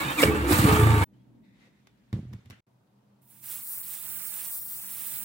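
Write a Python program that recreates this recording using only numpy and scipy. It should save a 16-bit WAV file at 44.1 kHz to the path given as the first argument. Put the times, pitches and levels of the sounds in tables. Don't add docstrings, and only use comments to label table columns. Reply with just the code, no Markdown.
import sys
import numpy as np
from scipy import signal
from scipy.io import wavfile
from scipy.ndimage import uniform_filter1d, map_coordinates

SR = 44100
rng = np.random.default_rng(int(sys.argv[2]) if len(sys.argv) > 2 else 0)


def wav_out(sig):
    wavfile.write(sys.argv[1], SR, np.round(np.clip(np.atleast_2d(sig).T, -1, 1) * 32767).astype(np.int16))


def volts_from_decibels(level):
    exponent = np.asarray(level, float) / 20
    return 10 ** exponent


N = 231084


def rms_one(x):
    return x / np.sqrt(np.mean(x ** 2) + 1e-20)


def levelled(x, size, floor=1e-9):
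    return x / np.sqrt(uniform_filter1d(x ** 2, size=size) + floor)


def span(t0, t1):
    return np.arange(int(t0 * SR), min(int(t1 * SR), N)) / SR


def in_time(rows, t):
    s, *columns = np.transpose(rows)
    return [np.interp(t, s, c) for c in columns]


def at_hz(points, hz):
    table_hz, values = np.transpose(points)
    return np.interp(np.log(hz), np.log(table_hz), values)


def butter(x, order, hz, kind="low"):
    return signal.sosfilt(signal.butter(order, hz, kind, fs=SR, output="sos"), x)


def tone(hz):
    return np.sin(2 * np.pi * np.cumsum(hz) / SR)


def slightly_right(x):
    return x * volts_from_decibels([[-.6], [.6]])


def drift(rate, size):
    r = np.exp(-80 * np.pi * rate / SR)
    slow = signal.lfilter([1], [1, -2 * r, r * r], rng.standard_normal(size // 40 + 1002))[1000:]
    return np.interp(np.arange(size) / 40, np.arange(len(slow)), rms_one(slow))


def swells(rows, t):
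    power = 1e-14
    for s, db, attack, hold, t60 in rows:
        release_db = -60 * np.maximum(t - s - attack - hold, 0) / t60
        shape = np.clip((t - s) / attack, 0, 1) ** 2 * volts_from_decibels(db + release_db)
        power = power + shape ** 2
    return np.sqrt(power)


def resonate(x, peaks):
    out = 0
    for k, (hz, width, db) in enumerate(peaks):
        r = np.exp(-np.pi * width / SR)
        a = [1, -2 * r * np.cos(2 * np.pi * hz / SR), r * r]
        out = out + (-1) ** k * volts_from_decibels(db) * signal.lfilter([1 - r * r, 0, r * r - 1], a, x + 1e-18)
    return out


def strike(clicks, modes):
    out = 0
    for hz, db, t60 in modes:
        r = volts_from_decibels(-60 / (t60 * SR))
        w = 2 * np.pi * hz / SR
        a = [1, -2 * r * np.cos(w), r * r]
        out = out + volts_from_decibels(db) * signal.lfilter([0, np.sin(w)], a, clicks + 1e-18)
    return out


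def blows(rows, modes, t):
    clicks = np.zeros(len(t))
    for k, (s, db) in enumerate(rows):
        clicks[int((s - t[0]) * SR)] = (-1) ** k * volts_from_decibels(db)
    return strike(clicks, modes)


def noise(size, spectrum, alike, balance=((1, 0),), patchy_db=1.0, lag=None):
    shared = rng.standard_normal((2, size))
    own = rng.standard_normal((2, 2, size))
    late = shared
    if lag is not None:
        late = [map_coordinates(row, [np.arange(size) - lag], mode="wrap") for row in shared]
    out, together = 0, drift(2.4, size)
    first_hz, last_hz = spectrum[0][0], spectrum[-1][0]
    edges = first_hz * 2 ** np.arange(0, np.log2(last_hz / first_hz) + 1 / 3, 1 / 3)
    for k, (low, high) in enumerate(zip(edges, edges[1:])):
        hz = np.sqrt(low * high)
        share = np.clip(at_hz(alike, hz), 0, 1)
        common = np.array([shared[k % 2], late[k % 2]])
        white = np.sqrt(share) * common + np.sqrt(1 - share) * own[k % 2]
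        band = butter(white, 2, [low, min(high, .45 * SR)], "band")
        side_db = at_hz(balance, hz) / 2 * np.array([[1], [-1]])
        wander_db = patchy_db * (0.37 * together + drift(31, size))
        out = out + volts_from_decibels(at_hz(spectrum, hz) + side_db + wander_db) * band
    return rms_one(out)


# (frequency [Hz], level [dB per Hz])
SOFA_ROOM = [(25, -42), (55, 3), (90, -14), (160, -2.5), (250, 2.5), (340, -10.5), (500, -15.5), (900, -24),
             (1500, -31), (3300, -36.5), (15500, -70.5)]
# (frequency [Hz], level [dB per Hz])
PANEL_ROOM = [(25, -36), (60, -17), (100, -8), (160, -8.5), (250, -7.5), (400, -11.5), (900, -13.5),
              (1700, -25), (4000, -31), (15500, -49)]
# (frequency [Hz], width [Hz], level [dB])
ROOM_MODES = [(124, 6, 0), (202, 6, -1), (290, 30, -17), (926, 50, -30)]
# (frequency [Hz], likeness [0-1])
ROOM_ALIKE = [(60, -0.14), (180, 0.83), (550, -0.033), (1650, -0.3), (4970, 0.14), (15000, -1.2)]
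# (time [s], level [dB], attack [s], hold [s], t60 [s])
AIR_SWELLS = [
    (1.04, -58, 0.038, 0.31, 1.6),
    (4.85, -62, 0.3, .3, 1.2),
]


def room(t, spectrum, level_db, hum_db):
    hum = rms_one(resonate(rng.standard_normal(len(t)), ROOM_MODES))
    air = noise(len(t), spectrum, ROOM_ALIKE, patchy_db=2.0)
    mic_hiss = butter(rng.standard_normal((2, len(t))), 1, 5000, "high")
    level = np.hypot(volts_from_decibels(level_db), swells(AIR_SWELLS, t))
    return level * (volts_from_decibels(hum_db) * hum + 0.7 * air) + volts_from_decibels(-82) * mic_hiss


# (start [s], end [s], from [Hz], to [Hz], level [dB])
SINGING = [(0, .145, 3680, 3640, -49), (0, 0.0734, 4100, 3550, -48), (0, 0.15, 2700, 3260, -47),
           (.055, 0.121, 2400, 2660, -42), (0, 0.138, 1685, 1725, -46.5), (.165, .215, 2740, 2500, -45),
           (.3, 0.344, 1100, 1200, -37.5), (.34, 0.44, 1265, 1100, -48), (.44, 0.98, 2270, 3900, -47.5),
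           (0.088, 0.106, 430, 426, -39), (.3, .39, 540, 580, -41), (.24, .34, 78, 76, -31),
           (.37, .52, 76, 60, -32), (.75, 1.05, 1180, 1145, -40.5), (.86, 1.05, 890, 915, -38.5),
           (.28, .42, 800, 880, -42), (.215, .285, 300, 302, -24), (.49, .53, 370, 365, -26),
           (.9, 1.0, 1800, 1400, -44), (.225, .285, 180, 170, -28.5), (.285, 0.32, 200, 190, -37),
           (.195, .228, 1960, 1890, -36), (.185, .225, 900, 940, -38), (.245, .305, 2100, 1780, -41.5),
           (.245, .31, 2250, 2240, -41), (0.05, .125, 139, 132, -38.5), (1, 0.96, 205, 200, -35.5)]


def singing(t):
    out, fade_s, rough_db = 0, .015, 3.5
    for start, end, from_hz, to_hz, db in SINGING:
        hz = np.interp(t, [start, end], [from_hz, to_hz])
        edge = np.clip(np.minimum(t - start + .003, end - t) / fade_s, 0, 1)
        level_db = db + rough_db * drift(min(from_hz / 40, 50), len(t))
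        out = out + np.sqrt(2) * volts_from_decibels(level_db) * edge * tone(hz)
    return out * volts_from_decibels([[-1.5], [1.5]])


# (time [s], peak level [dB])
KNOCKS = [(0.492, -26), (0.509, -21.5), (0.52, -21), (0.569, -25), (0.586, -21.5), (0.659, -20.5),
          (0.68, -20), (0.713, -16.5), (0.763, -22), (0.77, -17.5), (0.812, -17.5), (0.836, -22.5),
          (0.871, -17), (0.891, -22), (0.907, -23.5), (0.919, -22), (0.955, -22), (0.993, -27.5),
          (1.014, -19)]
# (frequency [Hz], level [dB], t60 [s])
KNOCK_MODES = [(800, -7, .02), (895, -3.5, 0.039), (1170, -1.5, 0.037), (1300, -7, .015), (2300, -9, .015)]


def knocks(t):
    rung = butter(volts_from_decibels(-2) * blows(KNOCKS, KNOCK_MODES, t), 2, 1800)
    return np.array([rung, np.roll(rung, 5)])


# (start [s], end [s], tooth rate from [Hz], to [Hz], level [dB])
MESH = [
    (0, .037, 1105, 1120, -32.5),
    (.04, .127, 1170, 1205, -39),
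    (.128, .174, 1365, 1388, -42),
    (.175, .216, 1270, 930, -24.5),
    (.214, .232, 1095, 1130, -26),
    (.3, .47, 1270, 1410, -44),
]


def mesh(t):
    hz, gain = np.full(len(t), 1100.), np.zeros(len(t))
    for start, end, from_hz, to_hz, db in MESH:
        on = (t >= start) & (t < end)
        sags = to_hz < from_hz
        way = (t[on] - start) / (end - start)
        hz[on] = from_hz + (to_hz - from_hz) * way ** (1.5 if sags else 1)
        rise = (t[on] - start + 0.0024) / (3 if sags else 1)
        gain[on] = volts_from_decibels(db) * np.clip(np.minimum(rise, end - t[on]) / .007, 0, 1)
    return hz, gain


# (multiple, level [dB])
WHINE_ORDERS = [(1, -8), (2, 0), (3, -8)]


def whine(t):
    hz, gain = mesh(t)
    phase = 2 * np.pi * np.cumsum(hz * (1 + 0.011 * drift(90, len(t)))) / SR
    passed = {3: 1 / (1 + ((3 * hz - 3680) / 150) ** 4)}
    ports = np.zeros((2, len(t)))
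    for port, turn in enumerate((0, -.4)):
        for k, db in WHINE_ORDERS:
            level = passed.get(k, 1) * volts_from_decibels(db + 2.2 * drift(45, len(t)))
            ports[port] += level * np.sin(k * (phase + turn))
    return gain * (1 + .3 * drift(150, len(t))) * ports


# (frequency [Hz], level [dB], t60 [s])
CLUNK_MODES = [(492, -1.5, 0.05), (545, -4.5, .04), (277, -11.5, 0.082), (1260, -8.5, 0.024),
               (1780, -7, 0.039), (2350, -3, 0.019), (2767, -1, 0.025), (5100, -15.5, 0.029)]


def clunk(t):
    clicks = np.zeros(len(t))
    contacts_s = .2295 + np.array([0, .005, .009])
    clicks[(SR * contacts_s).astype(int)] = volts_from_decibels(-9) * np.array([-.5, .8, -.5])
    rung = butter(strike(clicks, CLUNK_MODES), 2, 230, "high")
    return np.array([rung, volts_from_decibels(4.5) * np.roll(rung, 5)])


# (time [s], level [dB])
KICKS = [
    (0.255, -22),
    (.589, -17),
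    (0.641, -12.5),
    (.692, -20.5),
    (0.793, -23),
]
# (frequency [Hz], level [dB], t60 [s])
KICK_MODES = [(131, 0, 0.1), (204, -3.5, 0.044)]


def kicks(t):
    clicks = np.zeros(len(t))
    for s, db in KICKS:
        clicks[int(s * SR)] = volts_from_decibels(db)
    return strike(clicks, KICK_MODES)


# (frequency [Hz], width [Hz], level [dB])
STARTER_SHELL = [(1660, 60, -11.5), (2550, 120, -4.5), (3270, 32, -8.5), (3530, 45, -3)]
# (time [s], level [dB], attack [s], hold [s], t60 [s])
STARTER_RUN = [
    (-.02, -44.5, 0.022, 0.14, .06),
    (.178, -39.5, 0.013, .015, .08),
]


def starter(t):
    shell = rms_one(resonate(rng.standard_normal((2, len(t))), STARTER_SHELL))
    return whine(t) + clunk(t) + kicks(t) + swells(STARTER_RUN, t) * shell


# (time [s], level [dB], attack [s], hold [s], t60 [s])
TANK = [
    (0.241, -31.5, 0.008, 0.1, .6),
    (0.651, -29, 0.008, .1, 2.8),
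]
# (time [s], level [dB], attack [s], hold [s], t60 [s])
SIDE_PANEL = [
    (.17, -26, .02, 0.069, 0.091),
    (.42, -31.5, .03, 0.026, 0.23),
    (.62, -24.5, 0.033, 0.048, .4),
]


def panels(t):
    tank_hz = 426 + sum(14 * (t > s) * np.exp(-np.abs(t - s) / 0.031) for s, *_ in TANK)
    unsteady = volts_from_decibels(6.1 * np.clip(drift(25, len(t)), -1, 1))
    tank = swells(TANK, t) * unsteady * tone(tank_hz)
    side = swells(SIDE_PANEL, t) * tone(299 * (1 + 0.015 * drift(11, len(t))))
    return slightly_right(np.sqrt(2) * (tank + side))


# (frequency [Hz], width [Hz], level [dB])
EXHAUST = [(86.43, 43, 2), (109, 24, 5.5), (145, 60, -2.5), (210.7, 71, -4.5)]
# (frequency [Hz], width [Hz], level [dB])
CRANKING = [(60, 19, -2.5), (145, 30, 0), (202, 140, -6.5)]
# (multiple, level [dB], phase [turns])
RUNNING_ORDERS = [(2, -6.5, 0.1), (3, 2, 0.14), (4, 11, 0.021), (5, 1.5, 0.19), (6, -19, 0.63),
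                  (7, -11, 0.38), (8, -4.5, 0.3)]


def exhaust(t, turns, pulses, load_db):
    rough = rms_one(resonate(0.071 * pulses + rng.standard_normal(len(t)), EXHAUST))
    orders = sum(volts_from_decibels(db) * np.cos(2 * np.pi * (k * turns + turn)) for k, db, turn in RUNNING_ORDERS)
    settled = 1.14 * np.clip((t - 0.783) / 0.028, 0, 1)
    cranking = rms_one(resonate(rng.standard_normal(len(t)), CRANKING))
    pipe = levelled(np.where(t < .24, cranking, rough + settled * orders), 4000)
    level = volts_from_decibels(load_db + 3 * (t > .5) * np.cos(2 * np.pi * (turns - 0.035)))
    walls = volts_from_decibels(-17.0) * rms_one(resonate(rng.standard_normal(len(t)), EXHAUST))
    return level * (slightly_right(pipe) + walls * [[1], [-1]])


# (frequency [Hz], width [Hz], level [dB])
COVERS = [(243.5, 12, -6.5), (298.3, 16, 3), (344.5, 29, -5), (494, 24, -10.5)]
# (time [s], level [dB], attack [s], hold [s], t60 [s])
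JOLTS = [
    (.175, -32.5, 0.032, 0.025, .2),
    (.225, -23.5, 0.029, 0.0081, 0.64),
    (.43, -25, 0.013, 0.011, 0.57),
    (.49, -22.5, 0.016, 0.0088, 0.27),
    (.62, -24.5, 0.0049, 0.049, 1),
]


def covers(t, pulses, load_db, free_db):
    shaking = np.hypot(volts_from_decibels(free_db - 34.5 + 0.35 * (load_db + 27)), swells(JOLTS, t))
    ringing = levelled(resonate(0.027 * pulses + rng.standard_normal(len(t)), COVERS), 2500)
    walls = volts_from_decibels(-12.0) * rms_one(resonate(rng.standard_normal(len(t)), COVERS))
    return shaking * (slightly_right(ringing) + walls * [[1], [-1]])


# (frequency [Hz], width [Hz], level [dB])
GEAR_RINGS = [(651, 20, -3.5), (788, 16, 2), (827, 16, 2), (898, 30, 5.5), (1024, 39, 1.5), (1159, 38, 3.5),
              (1255, 39, 4), (1675, 20, -9), (1776, 16, -8), (2265, 44, -5), (2313, 18, -5.5),
              (2390, 600, -10.5), (3810, 260, -19.5)]
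# (frequency [Hz], level [dB per Hz])
GEAR = [(290, -33.5), (500, -4), (694, -10.5), (900, -4), (1130, -5.5), (1490, -0.5), (5000, -26.5),
        (6500, -56), (11000, -120)]
# (frequency [Hz], likeness [0-1])
GEAR_ALIKE = [(400, 0.55), (1000, 0.59), (2500, 0.56), (5000, 0.78)]
# (frequency [Hz], left minus right [dB])
YARD_BALANCE = [(60, -0.5), (180, 5), (550, 0.5), (1650, -1.5), (4970, -8.5), (15000, -4.5)]
# (time [s], level [dB], attack [s], hold [s], t60 [s])
RATTLES = [
    (.655, -25, 0.015, 0.091, .3),
    (.82, -32.5, .01, 0.029, .2),
    (.89, -34.5, 0.017, 0.026, .2),
    (1.008, -29.5, 0.018, 0.012, .1),
]


def clatter(t, gate, load_db, intake_db, free_db):
    late = 14
    gear = volts_from_decibels(free_db - 30 + 0.15 * (load_db + 29.5) + 0.37 * (intake_db + 32.5))
    near, own = rng.standard_normal((2, len(t)))
    shaken = np.array([near, 0.61 * np.roll(near, late) + own]) * (1.0 + gate)
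    rings = rms_one(resonate(shaken, GEAR_RINGS))
    grain = noise(len(t), GEAR, GEAR_ALIKE, YARD_BALANCE, patchy_db=1.0, lag=late) * (1.7 + gate)
    return 0.93 * np.hypot(0.78 * gear, swells(RATTLES, t)) * rings + 0.65 * gear * grain


# (frequency [Hz], level [dB per Hz])
INTAKE = [(3500, 6), (5400, -8), (7000, -2.5), (8600, 4), (11400, -6), (14200, -6), (16000, 1), (19000, -3)]
# (frequency [Hz], likeness [0-1])
INTAKE_ALIKE = [(4000, .2), (6500, .5), (8500, .85), (11000, .94), (15000, .95)]


def intake(t, gate, intake_db):
    hiss = noise(len(t), INTAKE, INTAKE_ALIKE, YARD_BALANCE, patchy_db=1.5) * (1.0 + 0.58 * gate)
    throat = butter(hiss, 2, 7000)
    loss_db = -28 * np.clip((t - .75) / .12, 0, 1)
    return volts_from_decibels(intake_db) * (hiss + throat * (volts_from_decibels(loss_db) - 1))


# (time [s], firings per second [1/s])
FIRING = [
    (0, 11),
    (.26, 7),
    (.5, 13),
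    (.6, 17.5),
    (.67, 22),
    (.73, 29),
    (.8, 27.5),
    (.92, 28),
    (1.05, 23),
]
# (time [s], level [dB])
LOAD = [(0, -39), (.2, -42), (.24, -39), (.265, -24), (.34, -33), (.42, -31), (.48, -42.5), (.53, -23.5),
        (.58, -24.5), (.66, -20.5), (.72, -19.5), (.78, -22), (.83, -17), (.92, -18), (1.04, -24)]
# (time [s], level [dB])
AIR = [(0, -40.5), (.17, -42), (.2, -28.5), (.24, -30.5), (.28, -37.5), (.33, -46), (.46, -47.5),
       (.48, -39.5), (.514, -27), (.62, -31.5), (.75, -34.5), (.86, -41.5), (1.0, -42.5), (1.04, -41.5)]


def engine(t):
    (load_db,), (intake_db,) = in_time(LOAD, t), in_time(AIR, t)
    free_s = (MESH[2][0] + MESH[2][1]) / 2
    free_db = -6.5 * np.exp(-((t - free_s) / 0.018) ** 2)
    turns = np.cumsum(in_time(FIRING, t)[0]) / SR
    turns -= np.interp(.868, t, turns)
    fired = np.diff(np.floor(turns), prepend=0) == 1
    fired = fired * np.clip((t - .46) / .06, 0, 1)
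    pulses = -rms_one(signal.lfilter([1], [1, -1.92, .9216], fired))
    gate = np.exp(-(turns % 1) * 4.6)
    body = exhaust(t, turns, pulses, load_db) + covers(t, pulses, load_db, free_db) + panels(t)
    return body + clatter(t, gate, load_db, intake_db, free_db) + intake(t, gate, intake_db)


# (time [s], level [dB], attack [s], hold [s], t60 [s])
RUB = [
    (1.4, -71, 0.047, 0.23, 0.36),
    (1.58, -65, 0.041, 0.029, 0.15),
    (1.7, -77, 0.028, .06, .3),
]
# (frequency [Hz], width [Hz], level [dB])
CAP_SHELL = [(1980, 220, 5), (2650, 300, -6), (3650, 350, -4)]
# (time [s], level [dB], attack [s], hold [s], t60 [s])
SQUEAK = [
    (1.125, -78, 0.011, 0.011, 0.083),
    (1.17, -80, .03, .02, .06),
]
# (time [s], frequency [Hz])
SQUEAK_HZ = [
    (1.12, 2950),
    (1.14, 3000),
    (1.16, 3250),
    (1.23, 3294),
]
# (time [s], level [dB])
NUDGES = [
    (1.505, -68),
    (1.648, -66),
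    (1.672, -58),
    (1.684, -64),
]
# (frequency [Hz], level [dB], t60 [s])
CAN_MODES = [(503, -1, .08), (390, -6, 0.038)]


def uncapping(t):
    shell = rms_one(resonate(rng.standard_normal((2, len(t))), CAP_SHELL))
    rub = swells(RUB, t) * volts_from_decibels(drift(23, len(t))) * shell
    squeak = swells(SQUEAK, t) * tone(in_time(SQUEAK_HZ, t)[0])
    return rub + squeak + blows(NUDGES, CAN_MODES, t)


# (time [s], peak level [dB])
THUMPS = [(2.129, -30.5), (2.1383, -27.5), (2.160, -42), (2.166, -36), (2.175, -37), (2.190, -33.5),
          (2.200, -41), (2.229, -43), (2.252, -44), (2.308, -50), (2.315, -47), (2.326, -49),
          (2.340, -41.5), (2.361, -50), (2.388, -53), (2.461, -56), (2.469, -56), (2.501, -48.5),
          (2.509, -52), (2.522, -50), (2.531, -52)]
# (frequency [Hz], level [dB], t60 [s])
CUSHION_MODES = [(91.6, -12, 0.21), (118.5, 4.5, 0.12), (183, 6, 0.05), (272, -7.5, 0.034),
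                 (380, -34, 0.013)]
# (time [s], level [dB], attack [s], hold [s], t60 [s])
SHUDDER = [
    (2.142, -33.5, 0.0059, 0.053, 0.1),
    (2.19, -42.5, 0.04, 0.12, 0.2),
    (2.44, -55, 0.014, 0.083, 0.29),
]
# (frequency [Hz], width [Hz], level [dB])
FRAME = [(66, 13, -18), (91, 29.6, -1.5), (125.5, 21.6, 1.5), (164, 54, -10), (228, 88, -14)]


def sofa(t):
    pushes = np.zeros(len(t))
    for s, db in THUMPS:
        pushes[int((s - t[0]) * SR)] = -volts_from_decibels(db)
    soft = signal.lfilter([.01], [1, -1.8, .81], pushes)
    frame = levelled(resonate(rng.standard_normal(len(t)), FRAME), 2000)
    return slightly_right(strike(soft, CUSHION_MODES) + swells(SHUDDER, t) * frame)


# (time [s], peak level [dB], tail t60 [s], bright edge [dB])
TICKS = [
    (1.871, -56, .1, -10),
    (2.1283, -42.5, 0.39, -25),
    (2.140, -58, 0.94, -10),
    (2.330, -55, 0.16, -13),
    (2.334, -51.5, .15, -14),
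    (2.458, -61, 0.13, 0),
    (2.5003, -49, 0.13, -2),
    (2.5066, -47, 0.24, -9),
    (2.517, -65, .1, -10),
]
# (frequency [Hz], level [dB per Hz])
LEATHER = [(290, -6.5), (500, -6), (888, -8), (1990, -7), (3790, -11), (5830, -16), (6270, -14),
           (15500, -21.5)]
# (time [s], level [dB], attack [s], hold [s], t60 [s])
HANDLING = [
    (1.1, -72.5, 0.038, 0.04, 1.26),
    (1.47, -63.5, 0.14, 0.064, 0.23),
    (1.68, -72, .03, 0.4, 3.4),
    (2.14, -68.5, 0.19, 0.31, 1.36),
]
# (frequency [Hz], level [dB], t60 [s])
CAP_MODES = [(1140, -4, 0.0277), (2130, -16, .03), (3690, -5.5, 0.042), (5200, -4.5, 0.014)]
# (time [s], level [dB], attack [s], hold [s], t60 [s])
CAP_HUM = [
    (1.875, -77, .005, .015, .08),
    (2.332, -75, .005, .015, 0.16),
    (2.38, -86, .03, .1, .3),
    (2.53, -80, .02, .04, .2),
]
# (time [s], level [dB], attack [s], hold [s], t60 [s])
SCRAPE = [
    (2.51, -58, 0.011, 0.015, .25),
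]
# (frequency [Hz], width [Hz], level [dB])
SLIDE = [(1490, 790, 2), (2130, 610, 4), (2900, 500, 0)]


def cap(t):
    tails = swells(HANDLING, t)
    ticks, taps, edges = np.zeros((3, len(t)))
    for s, db, t60, edge_db in TICKS:
        age, begun = np.maximum(t - s, 0), t >= s
        ticks += begun * volts_from_decibels(db - 60 * age / 0.02)
        edges += begun * volts_from_decibels(db + edge_db - 60 * age / 0.019)
        tails = tails + begun * 0.26 * volts_from_decibels(db - 60 * age / t60)
        taps[int((s - t[0]) * SR)] = volts_from_decibels(db - 2.5)
    grain = noise(len(t), LEATHER, ROOM_ALIKE, patchy_db=1.5)
    leather = ticks * grain + tails * butter(grain, 1, 3600)
    leather += edges * butter(rng.standard_normal((2, len(t))), 2, 2300, "high")
    scrape = swells(SCRAPE, t) * rms_one(resonate(rng.standard_normal((2, len(t))), SLIDE))
    hum = swells(CAP_HUM, t) * np.sin(2 * np.pi * 3530 * t)
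    ring = strike(taps, CAP_MODES)
    return leather + scrape + hum + [ring, np.roll(ring, -8)]


# (time [s], lag of the right port [samples])
SWING = [(3.36, -2.5), (3.6, 1), (3.655, 7.8), (3.78, 6.6), (3.87, 1), (4.12, -4.2), (4.225, -4.7),
         (4.27, -6.3), (4.39, 0), (4.59, 8), (4.67, 8.9), (4.79, 5.5), (4.9, 2), (5.12, -3), (5.3, -3.5)]


def swing(t):
    s, lag = np.transpose(SWING)
    points = np.arange(len(s))
    way = np.interp(t, s, points)
    eased = np.floor(way) + np.sin(np.pi / 2 * (way % 1)) ** 2
    return np.interp(eased, points, lag)


# (time [s], jet level [dB], rise [s])
VALVE = [
    (3.205, -65, 0.017),
    (3.255, -57, 0.051),
    (3.412, -43.5, 0.029),
    (3.44, -43, 0.081),
]
# (time [s], loss [dB], fall [s], recovery [s])
FALTERS = [
    (3.635, 5.5, 0.063, 0.05),
    (3.851, 4.5, .07, 0.041),
    (4.0, 3, 0.047, 0.051),
    (4.599, 5, 0.016, 0.09),
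    (4.82, 4, 0.16, 0.25),
    (5.25, 2, 0.051, .05),
]
# (frequency [Hz], level [dB per Hz])
JET = [(6000, -13.5), (7500, -9), (8500, -7), (10000, -2), (11500, -5.5), (13500, -7), (15000, -19.5),
       (16000, 1.5), (19000, 13.5)]
# (frequency [Hz], likeness [0-1])
JET_ALIKE = [(7000, .8), (9000, .9), (12000, .96), (15000, .97)]
# (frequency [Hz], left minus right [dB])
JET_BALANCE = [(7000, -10), (9000, -10.5), (12000, 0), (15000, -1)]
# (frequency [Hz], level [dB per Hz])
HISS = [(400, -17), (700, -5.5), (1200, -2), (2000, -1.5), (3000, -2), (4500, -3), (6000, -1.5),
        (7500, -1.5), (8500, -23)]
# (frequency [Hz], likeness [0-1])
HISS_ALIKE = [(400, .8), (1500, .75), (2500, .94), (4600, .95), (5700, .75), (7000, .55)]


def spray(t):
    lag = swing(t) + 0.75 * drift(25, len(t))
    opening = sum(volts_from_decibels(db) * np.clip((t - s) / rise, 0, 1) ** 2 for s, db, rise in VALVE)
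    opening = opening * volts_from_decibels(1.6 * (t - t[0]))
    loss_db = 0
    for s, db, fall, back in FALTERS:
        loss_db = loss_db + db * np.exp(-((t - s) / np.where(t < s, fall, back)) ** 2)
    jet_db = 3.5 + 0.3 * lag - loss_db
    leaking = t < VALVE[2][0]
    hiss_db = 2.0 - 16.5 - 0.06 * lag - 0.94 * loss_db + 1.0 * leaking
    sides = np.array([[.5], [-.5]])
    jet_pan_db = -3.5 + 0.78 * lag
    hiss_pan_db = (-4 + 0.12 * lag) * (1 - 0.13 * np.clip(np.abs(lag) / 6, 0, 1))
    jet = butter(noise(len(t), JET, JET_ALIKE, JET_BALANCE, patchy_db=1.36), 8, 7700, "high")
    hiss = noise(len(t), HISS, HISS_ALIKE, patchy_db=1.5, lag=lag)
    return opening * (volts_from_decibels(jet_db + sides * jet_pan_db) * jet + volts_from_decibels(hiss_db + sides * hiss_pan_db) * hiss)


def add(out, t, sound):
    heard = butter(sound, 3, 53, "high")
    fade = np.clip(np.minimum(t - t[0] + .001, t[-1] - t) / .0012, 0, 1)
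    start = round(t[0] * SR)
    out[:, start:start + len(t)] += fade * heard


def scene():
    out = np.zeros((2, N))
    yard_end_s, sofa_end_s, panel_start_s, spray_start_s = 1.0435, 2.606, 2.666, 3.2
    yard = span(0, yard_end_s)
    on_sofa = span(yard_end_s, sofa_end_s)
    panelled = span(panel_start_s, N / SR + 1)
    spraying = panelled[panelled > spray_start_s]
    add(out, yard, singing(yard) + knocks(yard) + starter(yard) + engine(yard))
    sofa_air = room(on_sofa, SOFA_ROOM, -63, hum_db=-3.5)
    add(out, on_sofa, sofa_air + uncapping(on_sofa) + sofa(on_sofa) + cap(on_sofa))
    rising_db = -67 + 1.36 * (panelled - panelled[0])
    add(out, panelled, room(panelled, PANEL_ROOM, rising_db, hum_db=2.0))
    add(out, spraying, spray(spraying))
    return out + volts_from_decibels(-112) * signal.lfilter([1], [1, -.98], rng.standard_normal(N))


def low_pass(x):
    return signal.sosfilt(signal.butter(12, 16320, fs=SR, output="sos"), x)


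def record(dry):
    ceiling = .72
    rounded = dry / (1 + (np.abs(dry) / ceiling) ** 4) ** .25
    finished = signal.sosfilt(signal.ellip(16, .5, 85, 15820, fs=SR, output="sos"), rounded)
    return low_pass(finished)


dry = scene()
out = record(dry)
wav_out(out)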